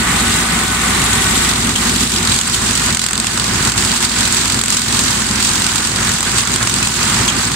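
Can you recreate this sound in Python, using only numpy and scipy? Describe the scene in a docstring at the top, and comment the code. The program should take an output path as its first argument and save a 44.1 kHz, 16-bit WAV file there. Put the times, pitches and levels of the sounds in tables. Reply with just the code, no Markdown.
"""A clattering diesel engine, then a throbbing, crackling hiss: a rotary mulcher behind a tractor in dry maize.
The microphone is at the driver's seat. It faces the engine ahead, then turns back towards the mulcher.
Engine tones are sines locked to the firing rate; clatter, roar and hiss are coloured noise that pulses with
the firings or with about 44 blade passes a second. Bursts of noise make the hard strikes. The recorder ducks
abruptly: some dips are written into the level curves, and a limiter adds more on peaks."""
import sys
import numpy as np
from scipy import signal
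from scipy.fft import rfft, irfft, next_fast_len
from scipy.io import wavfile
from scipy.ndimage import uniform_filter1d, map_coordinates

SR = 44100
rng = np.random.default_rng(int(sys.argv[2]) if len(sys.argv) > 2 else 0)


def dump_mix(stems):
    """Bounce the given channels to the path in sys.argv[1] as a 16-bit WAV at rate SR."""
    frames = np.atleast_2d(stems).T  # one column per channel
    limited = np.clip(frames, -1, 1)  # hard clip at full scale
    pcm = np.round(limited * 32767).astype(np.int16)
    wavfile.write(sys.argv[1], SR, pcm)


N = 332955


def amp(db):
    """Decibels to gain."""
    return 10 ** (np.asarray(db) / 20)


def unit(x):
    """Scaled to rms 1."""
    return x / np.sqrt(np.mean(x ** 2) + 1e-20)


def along(points, hz):
    """Values of a (pitch_hz, value) table, read on a log frequency axis."""
    f, v = np.transpose(points)
    return np.interp(np.log(hz + 1), np.log(f + 1), v)


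def curves(rows):
    """One value per sample for each column after the time."""
    s, *cols = np.transpose(rows)
    return [np.interp(np.arange(N) / SR, s, c) for c in cols]


def wobble(rate):
    """A smooth random curve through rate knots a second."""
    knots = rng.standard_normal(int(N * rate / SR) + 4)
    coarse = np.arange(0, N + 32, 32)  # samples
    values = map_coordinates(knots, [coarse * rate / SR])
    return np.interp(np.arange(N), coarse, values)


def filtered(x, response):
    """The sound x with its spectrum multiplied by a response of frequency."""
    m = next_fast_len(N + SR // 4, True)
    spectrum = rfft(x, m) * response(np.fft.rfftfreq(m, 1 / SR))
    return irfft(spectrum, m)[..., :N]


def add(track, s, sound):
    """Mix a sound into the track at time s."""
    part = track[..., max(round(s * SR), 0):][..., :sound.shape[-1]]
    part += sound[..., :part.shape[-1]]


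def leaned(channels, tilt):
    """Left and right set apart by a tilt table, half of it on each side."""
    return filtered(channels, lambda hz: amp(np.outer([.5, -.5], along(tilt, hz))))


# stereo width of the noisy sources: (pitch_hz, side_minus_mid_db)
STEREO_WIDTH = [(40, -22), (90, -18), (180, -15), (350, -5.5), (600, 0), (1400, -4.5), (3000, 0.5),
                (15000, .5)]


def placed(pair, spectrum, tilt):
    """Two unrelated signals, coloured and spread as mid and side; the centre has rms 1."""
    def colour(hz):
        width = np.array([np.ones_like(hz), amp(along(STEREO_WIDTH, hz))])
        return amp(along(spectrum, hz)) * width
    mid, side = filtered(pair, colour)
    channels = leaned(np.array([mid + side, mid - side]), tilt)
    return channels / (np.std(channels.mean(axis=0)) + 1e-12)


# microphone at the seat: (start_s, direction, 0 = towards the engine, 1 = towards the mulcher)
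MIC_DIRECTION = [(0, 0.036), (1.35, 0.054), (1.7, .5), (2.2, 0.65), (3, 0.93), (7.55, .97)]


def facing():
    """How far the microphone has swung from the engine towards the mulcher, 0 to 1."""
    return np.clip(curves(MIC_DIRECTION)[0], 0, 1)


def turned(ahead, behind):
    """Equal-power blend as the microphone swings round."""
    swing = facing()
    return np.sqrt(1 - swing) * ahead + np.sqrt(swing) * behind


def throb(cycles, rise, fall):
    """A swell of height 1 in every cycle; rise and fall are shares of the cycle."""
    u = cycles % 1
    shape = (1 - np.exp(-u / rise)) * np.exp(-u / fall)
    return shape / shape.max()


def chipped(noise, depth_db):
    """Chips of stalk: noise raised and lowered in narrow random bands for a few milliseconds each."""
    z = signal.stft(noise, nperseg=128)[2]
    field = rng.standard_normal(z.shape[1:])
    field = uniform_filter1d(field, size=4, axis=0)  # across frequency
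    field = uniform_filter1d(field, size=6, axis=1)  # across time
    return signal.istft(z * amp(depth_db * unit(field)), nperseg=128)[1][:, :N]


# brief narrow pings, origin unknown: (start_s, pitch_hz, level_db, swell_s)
PINGS = [(.72, 10400, -24, .006), (1.04, 10500, -18, .005), (1.21, 10600, -17, 0.0036),
         (1.345, 11300, -24, .005), (2.16, 5060, -19, 0.0082), (3.14, 4050, -31, .008),
         (3.395, 4560, -18, 0.0046), (4.245, 2600, -26, .014), (4.9, 5800, -25, 0.0069),
         (6.82, 2567, -18, .014), (7.01, 2560, -22, .012)]


def pings(blur_rad):
    """Each ping is one partial that swells and dies, roughened by a randomly drifting phase."""
    t = np.arange(SR // 8) / SR
    track = np.zeros((2, N))
    for s, hz, db, swell in PINGS:
        steps = rng.standard_normal((2, len(t)))
        drift = blur_rad * np.sqrt(hz / SR) * np.cumsum(steps, axis=1)
        envelope = t / swell * np.exp(1 - t / swell)  # peaks at 1 after the swell time
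        add(track, s, amp(db) * envelope * np.sin(2 * np.pi * hz * t + drift))
    return track


# gear whine: (pitch_hz at the mean engine speed of the first second, level_db before wavering and shading)
GEAR_WHINE = [(764.4, -33.5), (1135, -39), (1497, -25.5), (1879, -39), (1950, -43)]


def gears(speed, blur_rad, behind_db):
    """Gear teeth whine in step with the engine, blurred by backlash and shaded as the microphone turns."""
    seconds = np.cumsum(speed / speed[:SR].mean()) / SR  # time stretched by engine speed
    whine = np.zeros((2, N))
    for hz, db in GEAR_WHINE:
        backlash = blur_rad * wobble(35) + 1.2 * wobble(12)
        angle = 2 * np.pi * (hz * seconds + rng.random((2, 1))) + backlash
        whine += amp(db + 1.9 * wobble(19)) * np.sin(angle)
    shade = amp(behind_db * np.sqrt(facing()))
    return whine * shade * amp([[-1], [2]])  # left, right dB


# knocking engine block: (pitch_hz, relative_level_db)
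CLATTER_SPECTRUM = [(260, -31), (450, -7.5), (539, -14.5), (742, -6), (1070, -2), (1170, 1.5), (1630, -5.5),
                    (1940, 0), (2120, -2.5), (3200, -14), (4160, -47), (7040, -120)]
# sources heard ahead of the seat: (pitch_hz, left_minus_right_db)
AHEAD_TILT = [(300, 0), (650, 4), (1000, 3.5), (1500, -8.5), (2500, -2), (4000, -2.5), (5500, 2.5),
              (8000, 5), (11000, -4), (15000, -2)]


def clatter(firings, knock_db):
    """Every combustion knocks the engine block, at uneven strength."""
    knocks = throb(firings, rise=.05, fall=.25) * (1 + 0.61 * wobble(58))
    noise = rng.standard_normal((2, N)) * amp(knock_db * knocks)
    return placed(noise, CLATTER_SPECTRUM, AHEAD_TILT)


# exhaust lines, with the cooling fan at 4.212:
# (multiple of the firing rate, relative_level_ahead_db, relative_level_behind_db)
ENGINE_LINES = [(.75, -16, -19), (1, -0.5, -1), (1.25, -10, -15), (1.5, -13, -8.5), (1.75, -6.5, -5.5),
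                (2, -16, -2), (2.25, -17, -13.5), (2.5, -14, -7), (2.75, -21, -16), (3, -6, -8),
                (3.25, -14, -9), (3.75, -5, -3.5), (4, -3, -4.5), (4.212, -6, -5), (4.5, -10, -10.5),
                (4.75, -18, -12.5), (5, -20, -19), (5.25, -20, -24), (5.75, -18, -18), (6.25, -18, -17.5),
                (6.75, -18, -21), (7, -15.5, -22)]
# exhaust gas: (pitch_hz, relative_level_db)
RUMBLE_SPECTRUM = [(25, -27), (42, -16), (65, -20), (92, 0), (150, -4), (195, -1), (245, -2.5), (295, -8),
                   (365, -5.5), (440, -15), (560, -22), (750, -23), (1200, -120)]


def exhaust(firings, waver_db, waver_rad, tone_db, rumble_db):
    """Unequal cylinders give lines at quarter orders that beat with the fan; gas rumbles with every firing."""
    swing = facing()
    tone, power = np.zeros(N), np.zeros(N)
    for order, ahead_db, behind_db in ENGINE_LINES:
        gain = amp(ahead_db + (behind_db - ahead_db) * swing)
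        unsteady = np.clip(order / 2, 0, 1) ** 2  # lines below twice the firing rate waver less
        angle = 2 * np.pi * (order * firings + rng.random()) + unsteady * waver_rad * wobble(7)
        tone += gain * amp(unsteady * waver_db * wobble(9)) * np.sin(angle)
        power += gain ** 2 / 2
    puff_db = 4 * throb(firings, rise=0.21, fall=0.57) + 1.55 * wobble(45)
    puffs = rng.standard_normal((2, N)) * amp(puff_db)
    rumble = placed(puffs, RUMBLE_SPECTRUM, AHEAD_TILT)
    return amp(tone_db) * tone / np.sqrt(power) + amp(rumble_db) * rumble


# bunching of the cutting at each blade pass: (start_s, depth_db before the factors where it is used)
BLADE_BITE = [(0, 1.9), (1.5, 3.3), (2.2, 5), (3.3, 3.8), (4.8, 4.7), (7.55, 3.49)]
# mulcher deck: (pitch_hz, relative_level_db)
ROAR_SPECTRUM = [(260, -33), (450, -10), (600, -11), (760, -6.5), (1000, 0), (1250, -0.5), (1490, 1),
                 (1750, -1), (2400, -5.5), (3200, -10.5), (4200, -24), (7000, -120)]
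# sources heard behind the seat: (pitch_hz, left_minus_right_db)
BEHIND_TILT = [(300, 3), (550, -7.5), (800, -4), (1500, -3.5), (2500, -5.5), (4500, -6.5), (7000, -3),
               (8500, 2.5), (10000, 2.5), (13000, 0.5)]


def deck_roar(passes):
    """Churning stalks roar under the deck, swelling at half the bite depth with each blade pass."""
    swell = amp(.5 * curves(BLADE_BITE)[0] * throb(passes, rise=.15, fall=0.33))
    churn = chipped(rng.standard_normal((2, N)), depth_db=1.5) * swell
    return placed(churn, ROAR_SPECTRUM, BEHIND_TILT)


# stones on the steel deck: (start_s, relative_peak_db)
STONE_HITS = [(1.7549, -8), (7.2812, -4)]
# ringing modes of the deck: (pitch_hz, relative_level_db, t60_s)
DECK_MODES = [(2900, -6, .018), (3090, -1, 0.035), (3260, 0, .02), (6510, 5, 0.007), (7000, -8, .012)]


def stones(ring_db):
    """A stone rattles along the deck: a decaying noise that rings its modes."""
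    t = np.arange(SR // 8) / SR
    ring = sum(amp(db - 60 * t / t60) * np.sin(2 * np.pi * hz * t) for hz, db, t60 in DECK_MODES)
    track = np.zeros((2, N))
    for s, db in STONE_HITS:
        rattle = rng.standard_normal((2, len(t))) * amp(-60 * t / 0.097)  # t60 in s
        clang = signal.fftconvolve(rattle, ring[None], axes=1)
        add(track, s, amp(db + ring_db) * clang / np.abs(clang).max())
    return track


BLADE_HZ = 44.4  # nominal blade passes a second


def blade_passes():
    """The running count of blade passes, nudged so that each hard strike falls on a whole pass."""
    times = np.array(STALK_STRIKES)[:, 0]
    counts = np.cumsum(np.round(np.diff(times, prepend=times[0]) * BLADE_HZ))
    t = np.arange(N) / SR
    return BLADE_HZ * t + np.interp(t, times, counts - BLADE_HZ * times)


def shredding(passes, snap_rate, snap_db, spread_db, uneven, clump_db):
    """Rushing chaff plus countless tiny snaps, both swelling as each blade bites."""
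    index = (np.floor(passes) - np.floor(passes.min())).astype(int)
    mouthful = np.clip(1 + uneven * rng.standard_normal(1024)[index], 0, 2)  # one size per pass
    bite_db = curves(BLADE_BITE)[0] * mouthful * throb(passes, rise=0.027, fall=.16)
    feed = amp(bite_db + clump_db * wobble(260))
    feed /= np.sqrt(uniform_filter1d(feed ** 2, SR // 8))  # evens out the slower loudness
    sizes = amp(spread_db * np.clip(rng.standard_normal(N), -2, 2)) ** 2
    snaps = (rng.random(N) < snap_rate / SR) * sizes
    energy = signal.lfilter([1], [1, -np.exp(-1 / (0.00033 * SR))], snaps)  # decay in s
    chaff = chipped(rng.standard_normal((2, N)), depth_db=1.5)
    return chaff * feed * np.sqrt(1 + amp(snap_db) ** 2 * energy / energy.mean())


# shredding as heard with the microphone towards the engine: (pitch_hz, relative_level_db)
HISS_FACING_ENGINE = [(1470, -19), (2500, -4.5), (3240, -1.5), (3750, 0.5), (5050, -7.5), (6150, -5.5),
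                      (6490, -6), (7450, 0), (8480, -1.5), (11900, -15.5), (14700, -19), (15500, -21)]
# shredding as heard with the microphone towards the mulcher: (pitch_hz, relative_level_db)
HISS_FACING_MULCHER = [(1470, -28), (2500, -7), (4710, -1), (5570, -4.5), (7860, 1.5), (8480, -1),
                       (10700, -17.5), (15500, -22.5)]


def shredding_hiss(chaff):
    """The same chaff takes on another colour and stereo lean as the microphone turns."""
    ahead = placed(chaff, HISS_FACING_ENGINE, AHEAD_TILT)
    behind = placed(chaff, HISS_FACING_MULCHER, BEHIND_TILT)
    return turned(amp(-1.14) * ahead, amp(-1.04) * behind)


# a blade hits a thick stalk or clod: (start_s, relative_peak_db, low_knock_db relative to the crack)
STALK_STRIKES = [(1.7599, -4, -18), (2.362, -5, -17), (2.3879, -3, -21), (2.4119, -2, -22),
                 (2.4967, -5, -19), (2.7094, -7, -13), (2.9472, -3, -17), (2.9701, -4, -16),
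                 (2.9936, -4, -23), (3.0165, -4, -20), (3.0395, -3, -16), (3.0629, -2, -19),
                 (3.0859, -4, -17), (3.1088, -6, -13), (3.1318, -2, -24), (3.1547, -6, -19),
                 (3.1772, -3, -23), (3.1996, -1, -20), (3.244, -6, -9), (3.2685, -2, -18),
                 (3.3752, -7, -10), (3.3972, -5, -17), (3.4411, -8, -8), (3.7189, -4, -20),
                 (3.7778, -2, -16), (3.8242, -5, -14), (3.8492, -3, -18), (4.0257, -4, -15),
                 (4.2752, -4, -15), (4.3246, -2, -17), (4.4992, -4, -17), (4.5441, -3, -18),
                 (4.59, -5, -14), (4.6129, -4, -15), (4.6364, -6, -15), (4.6588, -4, -17),
                 (4.6813, -4, -15), (4.7027, -4, -13), (4.7242, -5, -13), (4.7451, -3, -16),
                 (4.7686, -5, -13), (4.8174, -4, -19), (4.9462, -5, -15), (4.9911, -3, -16),
                 (5.4016, -3, -18), (5.4485, -4, -16), (5.6196, -2, -12), (5.665, -4, -13),
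                 (5.7573, -5, -15), (5.8716, -5, -17), (6.0921, -4, -16), (6.2063, -5, -17),
                 (6.2282, -5, -10), (6.3829, -3, -13), (6.4732, -6, -15), (6.56, -2, -18),
                 (6.6273, -2, -16), (6.6722, -2, -15), (6.6957, -4, -17), (6.7396, -4, -16),
                 (6.8713, -2, -17), (7.2784, -2, -19), (7.5168, -6, -15)]
# sharp crack: (pitch_hz, relative_level_db)
CRACK_SPECTRUM = [(400, -38), (1300, -13.5), (4000, -3.5), (6000, -7.5), (8000, 3.5), (10000, -17),
                  (15500, -25)]


def strikes(body_db, t60, spread_db):
    """A thick stalk bursts: a sharp crack from one spot, scattered by the deck, which adds a duller knock."""
    t = np.arange(SR // 25) / SR
    cracks, knocks = np.zeros(N), np.zeros(N)
    toughnesses = rng.uniform(.75, 1.3, len(STALK_STRIKES))  # tougher stalks die away more slowly
    for (s, db, low_db), toughness in zip(STALK_STRIKES, toughnesses):
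        burst = amp(db - 60 * t / (t60 * toughness)) * (1 - np.exp(-t / .0004))
        add(cracks, s, burst)
        add(knocks, s, amp(low_db) * burst)
    chips = chipped(rng.standard_normal((2, N)), depth_db=1.0)
    crack = unit(filtered(chips, lambda hz: amp(along(CRACK_SPECTRUM, hz))))
    thud = rng.standard_normal((2, N))
    knock = unit(filtered(thud, lambda hz: amp(along(ROAR_SPECTRUM, hz))))
    direct, scattered = .63 * (cracks * crack + amp(body_db) * knocks * knock)
    channels = direct + amp(spread_db) * np.array([scattered, -scattered])
    return leaned(channels, BEHIND_TILT)


# engine speed: (start_s, firing_rate_hz)
ENGINE_SPEED = [(0.0, 57.5), (0.6, 57.53), (1.3, 57.98), (1.8, 58.15), (2.4, 56.96), (3.2, 56.63),
                (3.9, 57.12), (4.8, 57.47), (5.6, 56.7), (6.5, 57.86), (7.55, 57.1)]
# heard levels of exhaust, clatter or roar, and hiss, including the recorder's abrupt dips and recoveries:
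# (start_s, exhaust_level_db, clatter_and_deck_roar_level_db, shredding_hiss_level_db)
HEARD_LEVELS = [(0.0, -17.5, -23.5, -21), (0.04, -23.5, -19.5, -22.5), (0.08, -19.5, -20, -20),
                (0.38, -21, -21.5, -18.5), (0.48, -22, -22, -22), (0.53, -19, -21, -20),
                (0.63, -20.5, -21, -21.5), (0.67, -24, -25.5, -22.5), (0.73, -20.5, -21.5, -22),
                (0.78, -23, -22.5, -22), (0.88, -20, -20.5, -19.5), (1.51, -19.5, -22, -18.5),
                (1.53, -21.5, -24.5, -22.5), (1.7, -18, -23, -22), (1.74, -24.5, -29.5, -24.5),
                (1.83, -19.5, -21.5, -20.5), (1.95, -20, -25, -21), (2.04, -19, -24.5, -19),
                (2.08, -26, -30, -24.5), (2.12, -21.5, -27.5, -21), (2.27, -22.5, -22.5, -22),
                (2.33, -18, -22, -17.5), (2.37, -25.5, -26.5, -20.5), (2.44, -28, -29, -25.5),
                (2.48, -26, -25.5, -21.5), (2.52, -25, -29, -23), (2.54, -22.5, -27.5, -17),
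                (2.59, -22.5, -25, -24.5), (2.69, -21, -23.5, -19), (2.73, -22.5, -24.5, -20.5),
                (2.9, -20.5, -21.5, -19.5), (2.94, -21.5, -26, -21.5), (2.98, -30, -31, -27),
                (3.0, -32, -34, -26), (3.03, -23, -29, -20.5), (3.07, -31, -29, -27),
                (3.17, -23, -28.5, -25.5), (3.26, -27, -26.5, -23.5), (3.55, -21, -23, -21.5),
                (3.68, -19, -20.5, -18), (3.72, -26, -27, -23), (3.76, -21.5, -25, -26),
                (3.78, -22, -22.5, -18.5), (3.87, -22.5, -24, -19), (3.93, -23, -21, -20),
                (3.97, -26, -26, -17), (4.0, -26, -26.5, -23), (4.04, -21, -22.5, -15),
                (4.08, -25, -27, -23), (4.22, -20.5, -21, -17.5), (4.29, -25, -25, -20),
                (4.37, -23, -21.5, -14.5), (4.39, -24, -24.5, -19), (4.58, -22.5, -24.5, -20.5),
                (4.63, -26, -30.5, -26), (4.73, -27, -26, -17.5), (4.84, -28, -28.5, -23.5),
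                (4.9, -22.5, -23, -20), (5.0, -22.5, -24, -17.5), (5.05, -19.5, -23.5, -19),
                (5.09, -24.5, -24, -19), (5.22, -21.5, -23.5, -20), (5.23, -25.5, -26.5, -22),
                (5.38, -20.5, -22.5, -21), (5.45, -23.5, -25, -16), (5.49, -22, -24, -18.5),
                (5.7, -25.5, -24.5, -19.5), (5.82, -23.5, -25, -20.5), (5.84, -25, -24.5, -20),
                (5.91, -23, -26, -23), (6.03, -20, -21, -20), (6.12, -24.5, -23.5, -19),
                (6.22, -26.5, -29, -23), (6.27, -24, -21.5, -20.5), (6.31, -24, -25, -20.5),
                (6.33, -20, -23.5, -21), (6.39, -23, -21.5, -15.5), (6.45, -27.5, -26, -25),
                (6.54, -19.5, -23.5, -19.5), (6.58, -28.5, -26.5, -22.5), (6.62, -20, -22, -22.5),
                (6.69, -29.5, -26.5, -20), (6.73, -22, -25, -20.5), (6.83, -22, -24.5, -20),
                (6.94, -28.5, -26.5, -22), (6.98, -23, -23, -19.5), (7.15, -22, -21, -18.5),
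                (7.23, -17.5, -20.5, -19.5), (7.3, -24.5, -24, -21.5), (7.34, -24.5, -22, -23.5),
                (7.38, -18, -22, -20.5), (7.42, -29, -23.5, -19.5), (7.51, -20.5, -25.5, -23),
                (7.55, -24, -25, -22)]


def scene():
    """Engine ahead of the driver's seat, mulcher behind it."""
    speed, = curves(ENGINE_SPEED)
    exhaust_db, roar_db, hiss_db = curves(HEARD_LEVELS)
    firings = np.cumsum(speed) / SR
    passes = blade_passes()
    pipe = exhaust(firings, waver_db=2.5, waver_rad=0.45, tone_db=-3.0, rumble_db=-3.5)
    chaff = shredding(passes, snap_rate=1400, snap_db=-7.0, spread_db=3.5, uneven=0.67, clump_db=0.5)
    roar = turned(amp(.5) * clatter(firings, knock_db=0.5), deck_roar(passes))
    hiss = shredding_hiss(chaff)
    whine = gears(speed, blur_rad=0.64, behind_db=-13)
    steady = amp(exhaust_db) * pipe + amp(roar_db) * roar + amp(hiss_db) * hiss + whine
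    cracks = strikes(body_db=7, t60=.018, spread_db=-3)
    return steady + cracks + stones(ring_db=2.5) + pings(blur_rad=0.28)


def limiter(x, ceiling, release_db):
    """Peaks on either channel pull both down at once; the gain climbs back by release_db every second."""
    over = 20 * np.log10(np.maximum(1, np.abs(x).max(axis=0) / ceiling))
    climb = release_db * np.arange(N) / SR
    reduction = np.maximum.accumulate(over + climb) - climb
    return x * amp(-uniform_filter1d(reduction, size=16))


TOP_HZ = 15750  # band limit of the recorder


def record(dry):
    """The recorder limits peaks, rounds off what slips through and keeps nothing above its band limit."""
    x = limiter(dry, ceiling=1.2, release_db=220)
    x = x / (1 + np.abs(x / .95) ** 6) ** (1 / 6)  # soft clip
    return filtered(x, lambda hz: hz < TOP_HZ)


dry = scene()
out = record(dry)
dump_mix(out)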